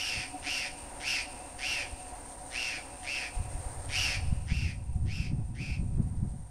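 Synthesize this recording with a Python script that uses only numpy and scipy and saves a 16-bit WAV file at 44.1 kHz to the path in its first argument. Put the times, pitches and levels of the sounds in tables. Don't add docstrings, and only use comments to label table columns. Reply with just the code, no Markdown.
import sys
import numpy as np
from scipy import signal
from scipy.fft import rfft, irfft, next_fast_len
from scipy.io import wavfile
from scipy.ndimage import uniform_filter1d, map_coordinates

SR = 44100
rng = np.random.default_rng(int(sys.argv[2]) if len(sys.argv) > 2 else 0)


def log_audio(samples):
    frames = np.atleast_2d(samples).T
    limited = np.clip(frames, -1, 1)
    pcm = np.round(limited * 32767).astype(np.int16)
    wavfile.write(sys.argv[1], SR, pcm)


N = 286650
TIME = np.arange(N) / SR


def amp(db):
    return 10 ** (np.asarray(db) / 20)

def unit(x):
    return x / np.sqrt(np.mean(x ** 2) + 1e-20)

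def even(pulses):
    return pulses / np.sqrt(uniform_filter1d(pulses ** 2, size=1400))

def along(points, hz):
    f, values = np.transpose(points)
    return np.interp(np.log(hz + 1), np.log(f + 1), values)

def curves(rows, at=TIME):
    knots, *columns = np.transpose(rows)
    return [np.interp(at, knots, column) for column in columns]

def wobble(rate):
    return map_coordinates(rng.standard_normal(int(N * rate / SR) + 4), [TIME * rate])

def filtered(x, response):
    size = next_fast_len(N + SR // 2)
    return irfft(rfft(x, size) * response(np.fft.rfftfreq(size, 1 / SR)), size)[:N]

def noise(spectrum):
    return unit(filtered(rng.standard_normal(N), lambda hz: amp(along(spectrum, hz))))


# start t/s, length/s, attack/s, level/dB, top f/Hz, end f/Hz,
# brightness/dB, base buzz rate/Hz, harshness/0-1
JAY_CALLS = [ (-.07, .36, .06, -34.5, 2778, 2322, 2, 118, 0.79),
             (0.426, .29, 0.049, -33.5, 2765, 2306, 1.5, 144, 0.86),
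             (1.004, .251, 0.073, -31, 2762, 2327, 1, 142, 0.73),
             (1.587, 0.29, 0.054, -33, 2788, 2312, 0, 140, 0.91),
             (2.51, 0.31, .046, -34.5, 2733, 2279, -0.5, 126, 1),
             (3.033, .277, 0.054, -34.5, 2633, 2346, -2, 141, 0.98),
             (3.892, 0.31, 0.06, -31, 2800, 2317, 2.5, 141, 0.85),
             (4.471, .29, 0.031, -41, 2687, 2367, -1.5, 155, 0.75),
             (5.062, .258, 0.05, -44, 2612, 2470, 0.5, 142, .45),
             (5.551, 0.25, 0.058, -42.5, 2530, 2500, -4, 146, .45)]
def running_call(lead_s=.06):
    calls = np.array(JAY_CALLS)
    index = np.searchsorted(calls[1:, 0] - lead_s, TIME)
    start, *columns = calls[index].T
    return TIME - start, *columns

def call_envelope(age, length, attack, onset_db=-15.5, release_db=-12.5, release_s=.05):
    open_db_per_s, sag_db_per_s, close_db_per_s = 1500, 30.5, 900
    rise = onset_db * (1 - np.clip(age / attack, 0, 1) ** 1.05)
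    sag = sag_db_per_s * np.maximum(age - length / 2, 0)
    release = release_db * np.clip(1 - (length - age) / release_s, 0, 1)
    gate = open_db_per_s * np.minimum(age, 0) - close_db_per_s * np.maximum(age - length, 0)
    return rise - sag + release + gate

def pitch_arch(age, progress, top_hz, end_hz, start_hz=1854, climb_hz_per_s=11000, crest=.4):
    climb = start_hz + climb_hz_per_s * np.maximum(age, 0)
    slide = np.clip((progress - crest) / (1 - crest), 0, 1)
    return np.minimum(climb, top_hz + (end_hz - top_hz) * slide)

# progress/0-1, buzz rate/ratio, pitch dip/ratio,
# level dip/dB, rasp/dB, pulse breadth (1 round, 2 flat-topped)
BUZZ_SHAPE = [(0, 1, .55, 22, 9, .8), (.1, 1, .45, 18, 3, 1), (.2, .99, .25, 14, -5, 1.5),
              (.42, .95, .21, 9, -5.5, 2), (.68, .9, .35, 6, -6, 2.1), (1, .83, .35, 6, -2, 2)]
def jay(whistle_db=-.5):
    age, length, attack, call_db, top_hz, end_hz, bright_db, buzz_hz, harsh = running_call()
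    progress = np.clip(age / length, 0, 1)
    speed, swing, chop_db, rasp_db, breadth = curves(BUZZ_SHAPE, progress)
    swing, chop_db = harsh * swing, harsh * chop_db
    cycle = 2 * np.pi * np.cumsum(speed * buzz_hz * (1 + .025 * wobble(110))) / SR
    dip = lambda shift: ((1 - np.cos(cycle + shift)) / 2) ** breadth
    jitter = (.012 + .035 * dip(0)) * wobble(1500) + (.008 + .05 * swing) * wobble(200)
    bend = .02 - swing * dip(.2) ** 1.3 - .022 * np.sin(cycle) + jitter
    pitch_hz = pitch_arch(age, progress, top_hz, end_hz) * (1 + bend)
    phase = 2 * np.pi * np.cumsum(pitch_hz) / SR
    whistle = np.sin(phase) * even(amp(-chop_db * dip(0) + 1.3 * wobble(140) + wobble(900)))
    overtones = torn_overtones(phase) * even(amp(-chop_db * dip(-1.56) + 1.6 * wobble(700)))
    rasp = throat_rasp(call_db) * even(amp(-.7 * chop_db * dip(.6) + .37 * wobble(400)))
    overtone_db = bright_db - 4.5 * (1 - np.sin(np.pi * progress))
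    tone = amp(whistle_db) * whistle + amp(overtone_db) * overtones
    rasp_gain = amp(overtone_db + rasp_db)
    voice = (np.sqrt(2) * tone + rasp_gain * rasp) / np.hypot(1, rasp_gain)
    return amp(call_db + call_envelope(age, length, attack)) * voice

# harmonic number, level/dB
OVERTONES = [(2, -5.5), (3, -12), (4, -18.5), (5, -28.5)]
# f/Hz, gain/dB
THROAT_EQ = [(3000, 3), (3600, -46), (4300, -0.5), (5900, -0.5), (6700, -4), (8500, -8.5), (12000, -2),
             (15000, -3)]
def torn_overtones(phase):
    partials = sum(amp(db) * np.sin(k * phase + .35 * k * wobble(1400)) for k, db in OVERTONES)
    return filtered(partials, lambda hz: amp(along(THROAT_EQ, hz)))

# f/Hz, density/dB
RASP_SPECTRUM = [(600, -44), (1100, -11), (1350, 5), (1650, 4), (1900, 3.5), (3000, 10), (3700, 3.5),
                 (4400, 2.5), (5700, 6.5), (6600, -4), (8500, -13), (11000, -14.5), (12200, -69),
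                 (15500, -36)]
def throat_rasp(call_db, edge_hz=9500, neutral_db=-37):
    air = noise(RASP_SPECTRUM)
    edge = filtered(air, lambda hz: hz > edge_hz)
    return air - edge + edge * amp(call_db - neutral_db)


# f/Hz, t60/s
LAND_DECAY = [(500, 1.0), (2600, 1.3), (5000, .85), (10000, .35)]
# f/Hz, gain/dB
ECHO_EQ = [(1200, -5), (2000, -7), (2400, -2), (2750, 0), (3300, -1), (4500, 2), (5600, 2.5), (7000, -4),
           (10000, -12)]
def outdoors(x, trim_db=-1, near_db=-10, far_db=-19.5, near_t60=.1):
    t = TIME[:SR]
    near_tail = rng.standard_normal(SR) * amp(-60 * t / near_t60) * (t > .002)
    hz, frame_s, spectra = signal.stft(rng.standard_normal(2 * SR), SR, nperseg=256)
    fade = amp(along(ECHO_EQ, hz)[:, None] - 60 * frame_s / along(LAND_DECAY, hz)[:, None])
    far_tail = signal.istft(spectra * fade, SR, nperseg=256)[1]
    sink_db = .45 * (curves(BED_FADER)[0] + 51)
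    echo = lambda tail: signal.fftconvolve(x, tail / np.linalg.norm(tail))[:N]
    return amp(trim_db) * (x + amp(near_db) * echo(near_tail) + amp(far_db + sink_db) * echo(far_tail))


# t/s, level/dB
BED_FADER = [(0.0, -52.5), (0.9, -50.5), (2.82, -51.5), (3.56, -51), (4.11, -50.5), (4.56, -60),
             (5.1, -63.5), (6.5, -62.5)]
# f/Hz, density/dB
WASH_SPECTRUM = [(30, 11), (60, 11), (130, -3), (200, -12.5), (260, -1), (310, 1.5), (410, -5.5),
                 (520, 0.5), (660, -1.5), (800, 3), (1000, -2.5), (1150, -8), (2000, -10), (4000, -32)]
# f/Hz, half-width/Hz, level/dB
DRONE_MODES = [(270.7, 38, -9.5), (504, 15, -11), (573.3, 7.9, -3.5), (735.6, 18, 0.5), (961.3, 18, -7)]
def drone(wash_db=3):
    bed_db, = curves(BED_FADER)
    ring = lambda f: sum(amp(db) / (1 + ((f - hz) / width) ** 2) for hz, width, db in DRONE_MODES)
    tones = unit(filtered(rng.standard_normal(N), ring))
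    wash = amp(wash_db + .9 * wobble(7)) * noise(WASH_SPECTRUM)
    return amp(bed_db) * (tones + wash)


# f/Hz, density/dB
INSECT_SPECTRUM = [(2000, -24), (4000, -18), (6000, -17), (7000, -15), (7950, -14), (8400, -2), (8750, 0),
                   (9150, -1), (9600, -10), (10000, -22), (11300, -33), (13000, -29), (14300, -33),
                   (15500, -50)]
def insects(trim_db=1.5):
    bed_db, = curves(BED_FADER)
    shimmer_db = .77 * wobble(200) + .96 * wobble(36)
    return amp(bed_db + trim_db + shimmer_db) * noise(INSECT_SPECTRUM)


def eddies(spectrum, lumps_db):
    flow = noise(spectrum)
    steady = flow / np.sqrt(np.abs(uniform_filter1d(flow ** 2, size=4000)) + 1e-6)
    return unit(steady * amp(lumps_db * wobble(35)))

# t/s, buffet level/dB, flutter level/dB
WIND_FADERS = [(3.4, -37.5, -48), (3.49, -41.5, -66), (4.56, -34.5, -40), (5.01, -38.5, -49),
               (5.21, -35.5, -37), (5.58, -37.5, -40), (6.14, -33.5, -34), (6.39, -39, -41),
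               (6.5, -43, -80)]
# f/Hz, density/dB
BUFFET_SPECTRUM = [(10, -2), (25, -13), (60, -2.5), (95, -2), (135, -11.5), (220, -36.5), (400, -103)]
FLUTTER_SPECTRUM = [(60, -22), (110, 2.5), (150, 0), (230, -6.5), (330, -18), (500, -31), (1200, -44),
                    (4000, -84)]
# centre t/s, length/s, buffet lift/dB
GUSTS = [(0.185, 0.053, 11), (1.95, 0.08, 4), (3.399, 0.062, 6.5), (3.7, .25, -1), (4.08, 0.051, 4),
         (4.279, .11, 7), (4.52, 0.031, 10), (4.623, 0.091, 8), (4.97, 0.026, 6), (5.049, 0.13, 9),
         (5.205, 0.055, 1), (5.368, 0.11, 6), (5.62, 0.045, 5), (5.829, 0.086, 4), (5.994, 0.1, 6.5),
         (6.238, 0.037, 9)]
# t/s, peak level/dB, f/Hz
THUMPS = [(.18, -35, 60), (1.936, -33, 42), (3.376, -26, 32), (3.404, -25, 50), (3.555, -27, 50),
          (3.667, -29, 45), (4.173, -24, 60), (4.328, -18.5, 90), (4.522, -18.5, 80), (4.961, -20.5, 70),
          (5.204, -21.5, 75), (5.335, -22, 110), (5.797, -24, 90), (6.23, -20, 100)]
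def wind(flutter_trim_db=-4, flutter_growth=1.51):
    calm = (3.345, -59.5, -57.5)
    buffet_db, flutter_db = curves([calm, *WIND_FADERS])
    gust_db = sum(db * np.exp(-(2 * (TIME - s) / length) ** 2) for s, length, db in GUSTS)
    flutter_db += flutter_trim_db + flutter_growth * gust_db
    rumble = amp(buffet_db + gust_db) * eddies(BUFFET_SPECTRUM, lumps_db=3)
    rumble += amp(flutter_db) * eddies(FLUTTER_SPECTRUM, lumps_db=3.5)
    for s, db, hz in THUMPS:
        phase = 2 * np.pi * hz * (TIME - s)
        rumble *= 1 - .7 * np.exp(-phase ** 2 / 8)
        rumble -= amp(db) * phase * np.exp((1 - phase ** 2) / 2)
    return rumble


# centre t/s, level/dB
HOOTS = [(.352, -35), (.477, -38)]
# f/Hz, level/dB
HOOT_TONES = [(285, -5), (738, -1.5)]
def hoots(width_s=.012):
    swell = sum(amp(db) * np.exp(-.5 * ((TIME - s) / width_s) ** 2) for s, db in HOOTS)
    tones = sum(amp(db) * np.sin(2 * np.pi * hz * TIME + .25 * wobble(115)) for hz, db in HOOT_TONES)
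    return swell * tones


# t/s, level/dB
CLICKS = [(1.591, -37)]
def throat_click(t60=.0089):
    snap = sum(amp(db - 60 * np.abs(TIME - s) / t60) * (TIME >= s) for s, db in CLICKS)
    return snap * noise(RASP_SPECTRUM)


def whine(pitch_hz=10313, start_s=3.08, end_s=4.28, start_db=-77, swell_db_per_s=5):
    level_db = start_db + swell_db_per_s * np.clip(TIME - start_s, 0, end_s - start_s)
    gate = uniform_filter1d(1.0 * ((TIME > start_s) & (TIME < end_s)), size=2000)
    envelope = gate * amp(level_db + 1.6 * wobble(14))
    return envelope * np.sin(2 * np.pi * pitch_hz * TIME + .5 * wobble(42))


def scene():
    bird = outdoors(jay() + throat_click())
    return (bird + drone() + insects() + whine() + hoots() + wind())[None]

def record(dry, top_hz=15650):
    return filtered(dry[0], lambda hz: hz < top_hz)[None]


dry = scene()
out = record(dry)
log_audio(out)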